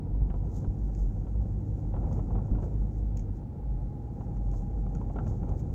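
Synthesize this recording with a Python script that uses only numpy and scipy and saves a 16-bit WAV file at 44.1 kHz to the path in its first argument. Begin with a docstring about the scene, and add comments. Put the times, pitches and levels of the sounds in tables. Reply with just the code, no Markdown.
"""Inside a car rolling slowly along a worn street, windows shut.
The engine drones through the bulkhead until the throttle is eased and the revs drop.
The tyres rumble and roar, make the cabin boom and leave a faint whine; dips thump the suspension.
Rough patches shake knocks out of the trim. Close by, something rustles and ticks over a soft hiss."""
import sys
import numpy as np
from scipy.fft import rfft, irfft, next_fast_len
from scipy.io import wavfile
from scipy.ndimage import uniform_filter1d, map_coordinates

SR = 44100
rng = np.random.default_rng(int(sys.argv[2]) if len(sys.argv) > 2 else 0)


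def persist_wave(psi):
    """Save psi, clipped to +-1, as 16-bit WAV."""
    counts = np.round(np.clip(psi, -1, 1) * 32767).astype(np.int16)
    wavfile.write(sys.argv[1], SR, np.atleast_2d(counts).T)


N = 253134

# trim panel modes: (frequency [Hz], width [Hz], gain [dB])
PANEL_MODES = [(778, 19, 7), (1143, 31, -7), (1327, 63, -0.5), (1520, 360, -8), (1750, 400, -14)]


def amp(db):
    """Decibels to gain."""
    return 10 ** (np.asarray(db) / 20)


def unit(x):
    """Scale to rms 1."""
    return x / np.sqrt(np.mean(x ** 2) + 1e-20)


def curves(rows):
    """One value per sample for each column after the time."""
    s, *cols = np.transpose(rows)
    return [np.interp(np.arange(N) / SR, s, c) for c in cols]


def along(points, hz):
    """Read (frequency [Hz], level [dB]) points on a log frequency axis."""
    f, db = np.transpose(points)
    return np.interp(np.log(hz + 1), np.log(f), db)


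def wobble(rate):
    """A smooth random curve, rate knots a second."""
    knots = rng.standard_normal(int(N * rate / SR) + 4)
    return map_coordinates(knots, [np.arange(N) * rate / SR])


def filtered(x, response):
    """x through a complex frequency response."""
    m = next_fast_len(N + SR // 2)
    return irfft(rfft(x, m) * response(np.fft.rfftfreq(m, 1 / SR)), m)[:N]


def noise(points):
    """Noise of rms 1 shaped by (frequency [Hz], level [dB]) points."""
    return unit(filtered(rng.standard_normal(N), lambda hz: amp(along(points, hz))))


def ring(x, modes):
    """x through resonances of alternating sign: (frequency [Hz], width [Hz], gain [dB])."""
    return filtered(x, lambda f: sum((-1) ** k * amp(db) * 1j * f * w / (c * c - f * f + 1j * f * w)
                                     for k, (c, w, db) in enumerate(modes)))


def band(lo_hz, hi_hz):
    """Noise of rms 1 between two steep edges."""
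    return unit(filtered(rng.standard_normal(N),
                         lambda f: (f / lo_hz) ** 4 / (1 + (f / lo_hz) ** 4) / (1 + (f / hi_hz) ** 8)))


def even(x, seconds):
    """Noise with its slow swells levelled to rms 1."""
    return x / np.sqrt(np.abs(uniform_filter1d(x ** 2, max(int(seconds * SR), 2))) + 1e-9)


def strikes(times, levels_db, t60, attack):
    """An envelope that jumps at each contact and dies away."""
    out, t = np.zeros(N + SR), np.arange(SR // 4) / SR
    for s, db in zip(times, levels_db):
        out[round(s * SR):][:len(t)] += amp(db - 60 * t / t60) * (1 - np.exp(-t / attack))
    return out[:N]


def tone(hz):
    """A sine of rms 1 that follows a pitch curve."""
    return np.sqrt(2) * np.sin(2 * np.pi * (np.cumsum(hz) / SR + rng.random()))


def air():
    """A steady bed of air hiss in the cabin."""
    # hiss colour: (frequency [Hz], level [dB])
    spectrum = [(300, 4), (900, -1.5), (1500, -5.5), (2000, -9), (3000, -16.5), (4500, -17.5),
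                (8000, -21.5), (11000, -24.5), (13500, -24.5), (16000, -21.5)]
    return amp(-69) * noise(spectrum)


def rubbing():
    """The rustle's envelope: a faint chafe that catches and slips, and rubs that swell and fade."""
    # constant chafe: (time [s], level [dB])
    chafe = [(.15, -94), (.45, -80.5), (1.2, -81), (2.8, -82), (3.5, -90.5), (4.4, -82.5), (5.74, -78.5)]
    # single rubs: (peak time [s], length [s], peak level [dB])
    rubs = [(0.569, 0.14, -64), (1.006, 0.19, -67.5), (2.152, 0.24, -72.5), (2.471, 0.087, -77.5),
            (2.643, .1, -69), (2.982, 0.26, -77), (3.37, .08, -75.5), (4.57, 0.17, -67), (4.963, .06, -75),
            (5.292, 0.084, -67), (5.598, 0.057, -66.5)]
    rise_share, fade_db = 0.51, 15.5
    t = np.arange(N) / SR
    power = amp(curves(chafe)[0] + 1.5 * wobble(22)) ** 2
    for s, length, db in rubs:
        from_peak = np.maximum((s - t) / rise_share, (t - s) / (1 - rise_share)) / length
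        power += amp(db - fade_db * from_peak) ** 2
    return np.sqrt(power)


def rustle():
    """Light rubbing close by: tiny grains with a thin, high ring."""
    # friction colour: (frequency [Hz], level [dB])
    spectrum = [(2000, -32.5), (3500, -12.5), (4500, -12.5), (5000, -9), (5900, -4.5), (6500, -4.5),
                (7100, -5), (8100, -12), (10000, -26), (11500, -25), (13200, -14.5), (16000, -26)]
    grains = amp(3 * wobble(600))
    hiss = unit(noise(spectrum) * grains)
    ringing = unit(ring(hiss, [(6720, 980, 0)]))
    return rubbing() * unit(hiss + 0.41 * ringing)


def ticks():
    """Hard plastic contacts: a sharp snap with a bright edge and a short tail in the cabin."""
    # contacts: (time [s], snap level [dB], edge level [dB])
    contacts = [(0.949, -54, -81), (2.128, -52.5, -66.5), (3.171, -45, -56.5), (3.1937, -51.5, -70),
                (4.37, -63.5, -88), (4.5137, -57, -81), (4.9503, -51.5, -78), (5.2654, -60, -85),
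                (5.277, -56, -79), (5.4926, -57.5, -72.5), (5.5944, -55.5, -64)]
    # snap and tail colour: (frequency [Hz], level [dB])
    spectrum = [(800, -18), (2300, -3), (3800, -15.5), (5200, -6), (6600, 6.5), (7600, -7), (8600, -23.5),
                (11000, -31.5), (16000, -32)]
    s, db, edge_db = np.transpose(contacts)
    snap = strikes(s, db, t60=.014, attack=.0005)
    tail = strikes(s, db - 20, t60=0.17, attack=0.003)
    body = (snap + tail) * even(noise(spectrum), seconds=0.0023)
    edge = strikes(s, edge_db, t60=.014, attack=.0002)
    return body + edge * noise([(11000, -24.5), (13000, 4), (16000, -3.5)])


def whine():
    """A fuzzy rolling whine sinks in pitch and comes forward as the car coasts."""
    # tyre whine: (time [s], pitch [Hz], level [dB])
    glide = [(0, 950, -68), (.5, 955, -70), (.8, 940, -85), (3.25, 835, -73), (3.6, 828, -62.5),
             (4.1, 815, -59.5), (4.7, 800, -59), (5.1, 808, -62), (5.74, 810, -70)]
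    pitch_hz, db = curves(glide)
    fuzzy = wobble(40) * tone(pitch_hz) + wobble(40) * tone(pitch_hz * 1.012)
    return amp(db) * even(fuzzy, seconds=.07)


def trim():
    """Each jolt knocks a loose panel: a dry crack, a brief chatter and a dull thud."""
    # jolts: (time [s], chatter drive [dB], thud level [dB])
    knocks = [(0.3, -37.5, -47.5), (0.3398, -46, -42), (0.6424, -45, -48), (1.2676, -52, -47.5),
              (1.939, -43, -37.5), (1.9614, -46, -44), (2.111, -60, -45), (2.191, -47, -39),
              (2.3067, -53, -41.5), (2.352, -43, -37.5), (2.383, -54, -42), (2.55, -45, -50),
              (2.583, -52, -42), (2.628, -44.5, -42.5), (4.2075, -50, -40.5), (4.363, -53, -51),
              (4.537, -52, -45.5), (4.861, -53, -45), (4.9496, -47, -59), (5.013, -52, -41),
              (5.0984, -62, -39), (5.1598, -38, -36.5), (5.185, -30.5, -40.5), (5.266, -43, -42.5),
              (5.429, -50, -45.5), (5.4864, -48, -45), (5.52, -59, -44.5)]
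    s, chatter_db, thud_db = np.transpose(knocks)
    typical_knock_db = -44.5
    crack_db = -64.5 + 0.56 * (chatter_db - typical_knock_db)
    crack = strikes(s, crack_db, t60=.045, attack=.0006) * even(band(1000, 3200), seconds=.005)
    chatter = strikes(s, chatter_db, t60=.06, attack=.0005) * even(band(400, 2000), seconds=.003)
    thud = strikes(s, thud_db, t60=.07, attack=.0006) * even(band(330, 950), seconds=.004)
    return crack + ring(chatter, PANEL_MODES) + thud


def bumps():
    """A wheel drops into a dip and the body answers with a short, deep thump."""
    # dips in the road: (time [s], level [dB])
    dips = [(.217, -18.5), (0.299, -24), (.676, -17.5), (1.006, -25.5), (1.942, -21), (2.327, -22.5),
            (2.513, -15), (2.798, -25), (5.436, -21)]
    # suspension and body modes: (frequency [Hz], t60 [s], gain [dB])
    modes = [(50, 0.18, 2.5), (90.5, 0.076, -11), (184, 0.098, -16)]
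    out, t = np.zeros(N + SR), np.arange(SR // 3) / SR
    thump = sum(amp(db - 60 * t / t60) * np.sin(2 * np.pi * hz * t) for hz, t60, db in modes)
    soft_attack = 1 - np.exp(-(t / 0.0045) ** 2)
    for s, db in dips:
        out[round(s * SR):][:len(t)] += amp(db) * thump * soft_attack
    return out[:N]


def coarseness():
    """How hard the road shakes the tyres, in dB: the surface plus each patch rolled over."""
    # asphalt grain: (time [s], level over ordinary asphalt [dB])
    surface = [(0, 1.5), (.85, -.5), (1.8, 0.5), (2.85, 1.2), (3.5, -0.8), (4.4, 0.86), (5.74, 3.5)]
    # rough patches: (time [s], length [s], boost [dB])
    patches = [(0.433, 0.21, 3), (1.978, 0.2, 6), (2.302, 0.097, 4.5), (2.505, 0.15, 4), (4.934, 0.062, 2),
               (5.16, 0.14, 3.5), (5.435, 0.077, 3)]
    enter_s, leave_s = .03, 0.08
    boosts = [curves([(s - enter_s, 0), (s, db), (s + length, db), (s + length + leave_s, 0)])[0]
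              for s, length, db in patches]
    return curves(surface)[0] + sum(boosts)


def tyres():
    """Coarse asphalt rumbles through the suspension; the tread roars and sets the panels buzzing."""
    # low-end rumble: (frequency [Hz], level [dB])
    rumble_spectrum = [(15, -20), (28, -12), (42, 1), (62, 5), (80, 4.5), (125, 1.5), (170, -1),
                       (220, -5.5), (300, -10), (420, -21.5), (700, -54), (1500, -90.5)]
    # midrange tread roar: (frequency [Hz], level [dB])
    roar_spectrum = [(150, -32), (300, -1), (400, 1), (500, 3), (630, -7), (800, -2), (950, -12.5),
                     (1150, -23), (1350, -21), (1650, -32.5), (2500, -41.5), (5000, -68)]
    coarse_db = coarseness()
    rumble = amp(-37.5 + coarse_db) * even(noise(rumble_spectrum), seconds=.12)
    roar = amp(-54 + 1.09 * coarse_db + 1.5 * wobble(55)) * even(noise(roar_spectrum), seconds=0.21)
    # loose panels only buzz where the road is roughest
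    shaking = np.clip((coarse_db - 3.0) / 4, 0, 1)
    buzz = shaking * amp(-63.5 + 4.9 * wobble(90)) * unit(ring(band(700, 1200), PANEL_MODES))
    return rumble + roar + buzz


def boom():
    """The road drives the cabin's lowest air mode, which throbs and drifts in pitch."""
    # boom swells: (time [s], level [dB])
    swells = [(0, -32.5), (.27, -25), (.4, -34.5), (1.65, -29.5), (2.15, -37), (3.27, -31.5), (3.42, -50),
              (3.77, -26.5), (3.95, -49), (4.3, -40), (4.42, -29.5), (5.74, -34)]
    mode_hz, drift_hz, low_cut_hz = 48.62, 3.936, 33
    throb = unit(amp(3 * wobble(20)))
    mode = amp(curves(swells)[0]) * throb * tone(mode_hz + drift_hz * wobble(20))
    return filtered(mode, lambda f: 1 / (1 + (low_cut_hz / (f + 1)) ** 8))


def engine():
    """Ten fluttering firing orders slide through the cabin's resonances as the revs drop."""
    # revs: (time [s], firing rate [Hz])
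    revs = [(0, 46.78), (.5, 48.4), (1.1, 49.9), (1.85, 50.95), (2.5, 50.9), (3.2, 51), (3.75, 41.85),
            (4.1, 37.42), (4.5, 36.16), (5.74, 35.42)]
    # engine drive: (time [s], level [dB])
    throttle = [(0, -38), (1.3, -38), (1.6, -34), (2.1, -38.5), (3.25, -38), (3.45, -44.5), (4.1, -46),
                (4.35, -38.5), (4.6, -47), (5.74, -39)]
    # path into the cabin: (frequency [Hz], gain [dB])
    bulkhead = [(36, -11.5), (50, -1), (72, -8), (98, -1.5), (115, -0.5), (150, -9), (200, -14), (250, -27),
                (300, -17.5), (400, -31.5), (500, -30.5)]
    firing_hz = curves(revs)[0] * (1 + .004 * wobble(7))
    orders = sum(amp(along(bulkhead, k * firing_hz) + wobble(10)) * tone(k * firing_hz)
                 for k in range(1, 11))
    return amp(curves(throttle)[0]) * orders


def scene():
    """Engine, road and small cabin noises over the air bed, in mono."""
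    return (air() + engine() + boom() + bumps() + tyres() + whine() + trim() + rustle() + ticks())[None]


def record(dry):
    """A brick-wall high cut takes off the very top."""
    high_cut_hz = 15750
    return filtered(dry[0], lambda hz: hz < high_cut_hz)[None]


dry = scene()
out = record(dry)
persist_wave(out)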